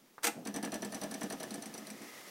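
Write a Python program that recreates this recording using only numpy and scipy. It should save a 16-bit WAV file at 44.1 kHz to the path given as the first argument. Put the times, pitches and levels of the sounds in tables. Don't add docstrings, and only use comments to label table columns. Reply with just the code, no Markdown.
import sys
import numpy as np
from scipy import signal
from scipy.fft import rfft, irfft, next_fast_len
from scipy.io import wavfile
from scipy.ndimage import map_coordinates

SR = 44100
rng = np.random.default_rng(int(sys.argv[2]) if len(sys.argv) > 2 else 0)


def pcm_store(signal):
    levels = np.round(np.clip(np.atleast_2d(signal), -1, 1) * 32767)
    wavfile.write(sys.argv[1], SR, levels.astype(np.int16).T)


N = 101429

# freq_hz, level_db
METAL_SPECTRUM = [(100, -37), (300, -6), (1200, 3.5), (2500, 1.5), (4000, -1.5), (6500, 1), (7700, -2),
                  (8300, 5.5), (9000, -1.5), (12000, -5), (15000, -5.5), (15900, -26)]
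# start_s, return_delay_s, click_db, clack_db, knock_db, thud_db, rebound_db
ARM_SWINGS = [(0.4513, 0.02, -44.5, -39, -43.5, -41.5, -45), (0.541, 0.02, -40, -38, -41.5, -37.5, -41.5),
              (0.6273, 0.021, -38, -39, -41, -37.5, -44), (0.7192, 0.022, -39.5, -37.5, -40, -36, -46.5),
              (0.8208, 0.026, -41, -39.5, -41.5, -38.5, -47), (0.9211, 0.024, -40, -39, -41, -42, -47.5),
              (1.014, 0.021, -39.5, -39, -40.5, -40.5, -43), (1.1106, 0.03, -39.5, -39.5, -44, -43.5, -49),
              (1.2097, 0.022, -40, -39, -40.5, -35, -44), (1.3, 0.023, -39.5, -39.5, -42, -42, -46),
              (1.4, 0.03, -41.5, -38.5, -43, -42.5, -44), (1.5064, 0.034, -40.5, -38.5, -48, -39.5, -44.5),
              (1.6222, 0.035, -40.5, -42, -50, -47, -47), (1.7393, 0.038, -41.5, -42.5, -50, -43.5, -45),
              (1.8685, 0.033, -43.5, -42, -53.5, -46.5, -49.5), (2.001, 0.018, -68, -50.5, -59, -45.5, -52)]


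def amp(db):
    return 10 ** (np.asarray(db) / 20)


def unit(x):
    return x / np.sqrt(np.mean(x ** 2) + 1e-20)


def along(points, hz):
    freq_hz, values = np.transpose(points)
    return np.interp(np.log(hz + 1), np.log(freq_hz + 1), values)


def level(points):
    return amp(np.interp(np.arange(N) / SR, *np.transpose(points)))


def sway(depth_db, rate_hz):
    knots = rng.standard_normal(400)
    return amp(depth_db * map_coordinates(knots, [np.arange(N) * rate_hz / SR], mode="mirror"))


def filtered(x, response):
    size = next_fast_len(N + SR // 2)
    return irfft(rfft(x, size) * response(np.fft.rfftfreq(size, 1 / SR)), size)[..., :N]


def noise(spectrum):
    return unit(filtered(rng.standard_normal(N), lambda hz: amp(along(spectrum, hz))))


def resonant(peaks):
    def response(hz):
        return sum((-1) ** k * amp(db) * 1j * hz * width / (centre ** 2 - hz ** 2 + 1j * hz * width)
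                   for k, (centre, width, db) in enumerate(peaks))
    return unit(filtered(rng.standard_normal(N), response))


def add(track, start_s, sound):
    part = track[round(start_s * SR):][:len(sound)]
    part += sound[:len(part)]


def blows(hits, rise_s, hold_s=0):
    power, t = np.zeros(N), np.arange(SR // 2) / SR
    attack = 1 - np.exp(-t / rise_s)
    for start_s, db, t60_s in hits:
        decay = amp(db - 60 * np.maximum(t - hold_s, 0) / t60_s)
        add(power, start_s, (attack * decay) ** 2)
    return np.sqrt(power)


def ring(modes, rise_s, detune):
    t = np.arange(SR // 2) / SR
    scatter = rng.standard_normal((len(modes), 3))
    return (1 - np.exp(-t / rise_s)) * sum(
        amp(db + 2 * louder - 60 * t / t60_s) * np.sin(2 * np.pi * (hz * (1 + detune * sharp) * t + phase))
        for (hz, db, t60_s), (louder, sharp, phase) in zip(modes, scatter))


def key():
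    # freq_hz, width_hz, level_db
    body = [(323, 170, -7), (776, 430, -7.5), (1320, 210, 0.5), (2400, 500, -27)]
    start_s, level_db, t60_s = 0.1805, -41, 0.042
    return resonant(body) * blows([(start_s, level_db, t60_s)], rise_s=0.00056)


def clunk():
    # start_s, clash_db, clash_t60_s, chassis_db
    contacts = [(0.2257, -57, 0.062, -57), (.232, -36.5, 0.097, -48), (0.2416, -27, 0.046, -39),
                (0.249, -28.5, 0.037, -33.5), (0.261, -36, .06, -36.5), (0.268, -28.5, 0.051, -40.5),
                (0.274, -33, 0.042, -34.5), (0.283, -53, 0.053, -35)]
    # freq_hz, level_db, t60_s
    chassis_modes = [(485, -7.5, .13), (676, -4.5, 0.11), (813, -2, 0.077), (879, -3, .07),
                     (1302, -10.5, 0.073), (1476, -8, 0.072), (2070, -5.5, 0.053), (2484, -7.5, 0.05),
                     (2682, -7, 0.075)]
    # freq_hz, level_db, t60_s
    thump_modes = [(227, -8.5, 0.15), (297, 2, 0.12), (332, -1, 0.15)]
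    soft_s, soft_db, hard_s, hard_db = 0.242, -39.5, 0.268, -28.5
    shimmer_db, shimmer_t60_s = -45, 0.34
    clashes = [(s, db, t60_s) for s, db, t60_s, _ in contacts]
    out = noise(METAL_SPECTRUM) * blows(clashes, rise_s=0.00014, hold_s=0.004)
    out += noise(METAL_SPECTRUM) * blows([(hard_s, shimmer_db, shimmer_t60_s)], rise_s=0.0024)
    for s, _, _, db in contacts:
        add(out, s, amp(db) * ring(chassis_modes, rise_s=0.00073, detune=0.0053))
    for s, db in [(soft_s, soft_db), (hard_s, hard_db)]:
        add(out, s, amp(db) * ring(thump_modes, rise_s=0.0097, detune=0.0047))
    return out


def reels():
    # freq_hz, level_db
    spectrum = [(30, -55), (85, -47), (120, -10.5), (170, -6.5), (215, 1), (280, -1.5), (400, -9),
                (700, -10.5), (1000, -24.5), (2500, -37), (8000, -76)]
    # time_s, level_db
    envelope = [(.28, -70), (.37, -45), (.41, -47), (.445, -56.5), (.55, -51.5), (1.5, -50), (1.75, -55.5),
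                (2.07, -55), (2.14, -64.5), (2.3, -63)]
    return noise(spectrum) * level(envelope) * sway(depth_db=1.5, rate_hz=25.2)


def tape():
    # freq_hz, level_db
    hiss_spectrum = [(60, -44), (200, -9), (450, 2.5), (750, -1), (1080, -1.5), (1550, -3.5), (2050, -4),
                     (2900, -3.5), (4200, -6), (5600, -3.5), (7500, -8.5), (12000, -9), (15000, -15),
                     (15900, -11)]
    # freq_hz, width_hz, level_db
    guide_peaks = [(358, 25, 1.5), (510, 19, 5), (718, 34, -4.5), (1258, 24, 3.5)]
    # time_s, level_db
    rub_envelope = [(.25, -68.5), (.45, -63), (.65, -58), (1.1, -55), (1.6, -55), (1.95, -55),
                    (2.13, -52.5), (2.3, -53)]
    # freq_hz, width_hz, level_db
    whirr_peaks = [(1860, 170, 2), (2055, 110, 6.5), (2210, 160, 0), (2530, 55, -5)]
    # time_s, level_db
    whirr_envelope = [(1.2, -84), (1.7, -66), (2.0, -60.5), (2.14, -58), (2.3, -61.5)]
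    rub = (noise(hiss_spectrum) + amp(-10) * resonant(guide_peaks)) * level(rub_envelope)
    whirr = resonant(whirr_peaks) * level(whirr_envelope)
    return (rub + whirr) * sway(depth_db=0.7, rate_hz=40.2)


def arm():
    # freq_hz, width_hz, click_db, clack_db
    peaks = [(2284, 54, -21, -1.5), (4180, 450, -5.5, -8), (5160, 720, -11.5, -8.5), (7710, 106, -8, -2.5),
             (8450, 250, -5.5, 0.5), (9800, 880, -6, -7), (11200, 630, -14.5, -8.5),
             (13000, 1100, -20, -21), (14300, 540, -32, -26)]
    click_t60_s, clack_t60_s, snap_t60_s = 0.047, 0.035, 0.028
    ping_hz, ping_width_hz, ping_t60_s = 5920, 75, 0.083
    chatter_delay_s = (0.004, 0.016)
    click_peaks = [(hz, width, db) for hz, width, db, _ in peaks]
    clack_peaks = [(hz, width, db) for hz, width, _, db in peaks]
    clicks = [(s, db - 2.5, click_t60_s) for s, _, db, *_ in ARM_SWINGS]
    clacks = [(s + return_s, db + 0.5, clack_t60_s) for s, return_s, _, db, *_ in ARM_SWINGS]
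    contacts = clicks + clacks
    out = resonant(click_peaks) * blows(clicks, rise_s=0.00093, hold_s=0.00096)
    out += resonant(clack_peaks) * blows(clacks, rise_s=0.0013, hold_s=0.00096)
    snaps = [(s, db - 4, snap_t60_s) for s, db, _ in contacts]
    out += noise(METAL_SPECTRUM) * blows(snaps, rise_s=0.00032)
    chatter = [(s + rng.uniform(*chatter_delay_s), db - 9.5, snap_t60_s) for s, db, _ in contacts]
    out += noise(METAL_SPECTRUM) * blows(chatter, rise_s=0.00015)
    pings = [(s, db + rng.normal(-6, 2), ping_t60_s) for s, db, _ in contacts]
    return out + resonant([(ping_hz, ping_width_hz, 0)]) * blows(pings, rise_s=0.00032)


def deck():
    # freq_hz, level_db
    knock_spectrum = [(100, -19), (250, -13), (420, -2), (500, -0.5), (660, -1.5), (800, -1.5), (1050, -8),
                      (1250, -7.5), (1450, -11.5), (1750, -4), (2100, -14), (3000, -13.5), (6000, -27),
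                      (14000, -30)]
    # freq_hz, level_db, t60_s
    plate_modes = [(657, -0.5, 0.12), (767, -3.5, 0.085), (1735, -3.5, 0.089), (2327, -29, 0.099)]
    # freq_hz, level_db, t60_s
    cabinet_modes = [(160, -14, 0.084), (207.5, -1.5, .12), (233, -0.5, 0.077), (265.7, -4, 0.093),
                     (290.3, -1, 0.11), (354.4, -3, 0.069), (461, -10.5, 0.075)]
    knock_lag_s, thud_lag_s = 0.00301, 0.00396
    knock_rise_s, knock_t60_s, rebound_t60_s = 0.0052, 0.098, 0.062
    rings, knocks = np.zeros(N), []
    for s, return_s, _, _, knock_db, thud_db, rebound_db in ARM_SWINGS:
        click = (s, knock_db + 5, thud_db, knock_t60_s)
        clack = (s + return_s, knock_db + 3.5, thud_db + 3, knock_t60_s)
        rebound = (s + 2 * return_s, rebound_db, rebound_db + 1.5, rebound_t60_s)
        for hit_s, plate_db, cabinet_db, t60_s in (click, clack, rebound):
            knocks.append((hit_s + knock_lag_s, plate_db, t60_s))
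            hollow = amp(plate_db - 4) * ring(plate_modes, knock_rise_s, detune=0.024)
            thud = amp(cabinet_db) * ring(cabinet_modes, rise_s=0.005, detune=0.03)
            add(rings, hit_s + knock_lag_s, hollow)
            add(rings, hit_s + thud_lag_s, thud)
    return rings + noise(knock_spectrum) * blows(knocks, knock_rise_s) * sway(depth_db=2.2, rate_hz=150)


def room(x):
    # freq_hz, t60_s
    decay = [(200, 0.35), (2000, 0.26), (12000, 0.14)]
    hz, t, bins = signal.stft(rng.standard_normal(SR // 2), SR, nperseg=256)
    tail = signal.istft(bins * amp(-60 * t / along(decay, hz)[:, None]), SR, nperseg=256)[1]
    delayed = np.pad(x, (SR // 200, 0))
    return signal.fftconvolve(delayed, tail / np.linalg.norm(tail))[:N]


def scene():
    # freq_hz, level_db
    floor_spectrum = [(30, 12), (70, -16), (130, 8), (220, 9.5), (360, 10), (700, -2.5), (1600, 0),
                      (3500, -5.5), (10000, -2.5), (15500, 5)]
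    low_cut_hz = 40
    engage = filtered(key() + clunk(), lambda hz: (1j * hz / (low_cut_hz + 1j * hz)) ** 2)
    impacts = engage + arm() + deck()
    mono = impacts + amp(-12.5) * room(impacts) + reels() + tape() + amp(-71.5) * noise(floor_spectrum)
    return np.array([mono, mono])


def record(dry):
    top_hz = 15850
    return filtered(dry, lambda hz: hz < top_hz)


dry = scene()
out = record(dry)
pcm_store(out)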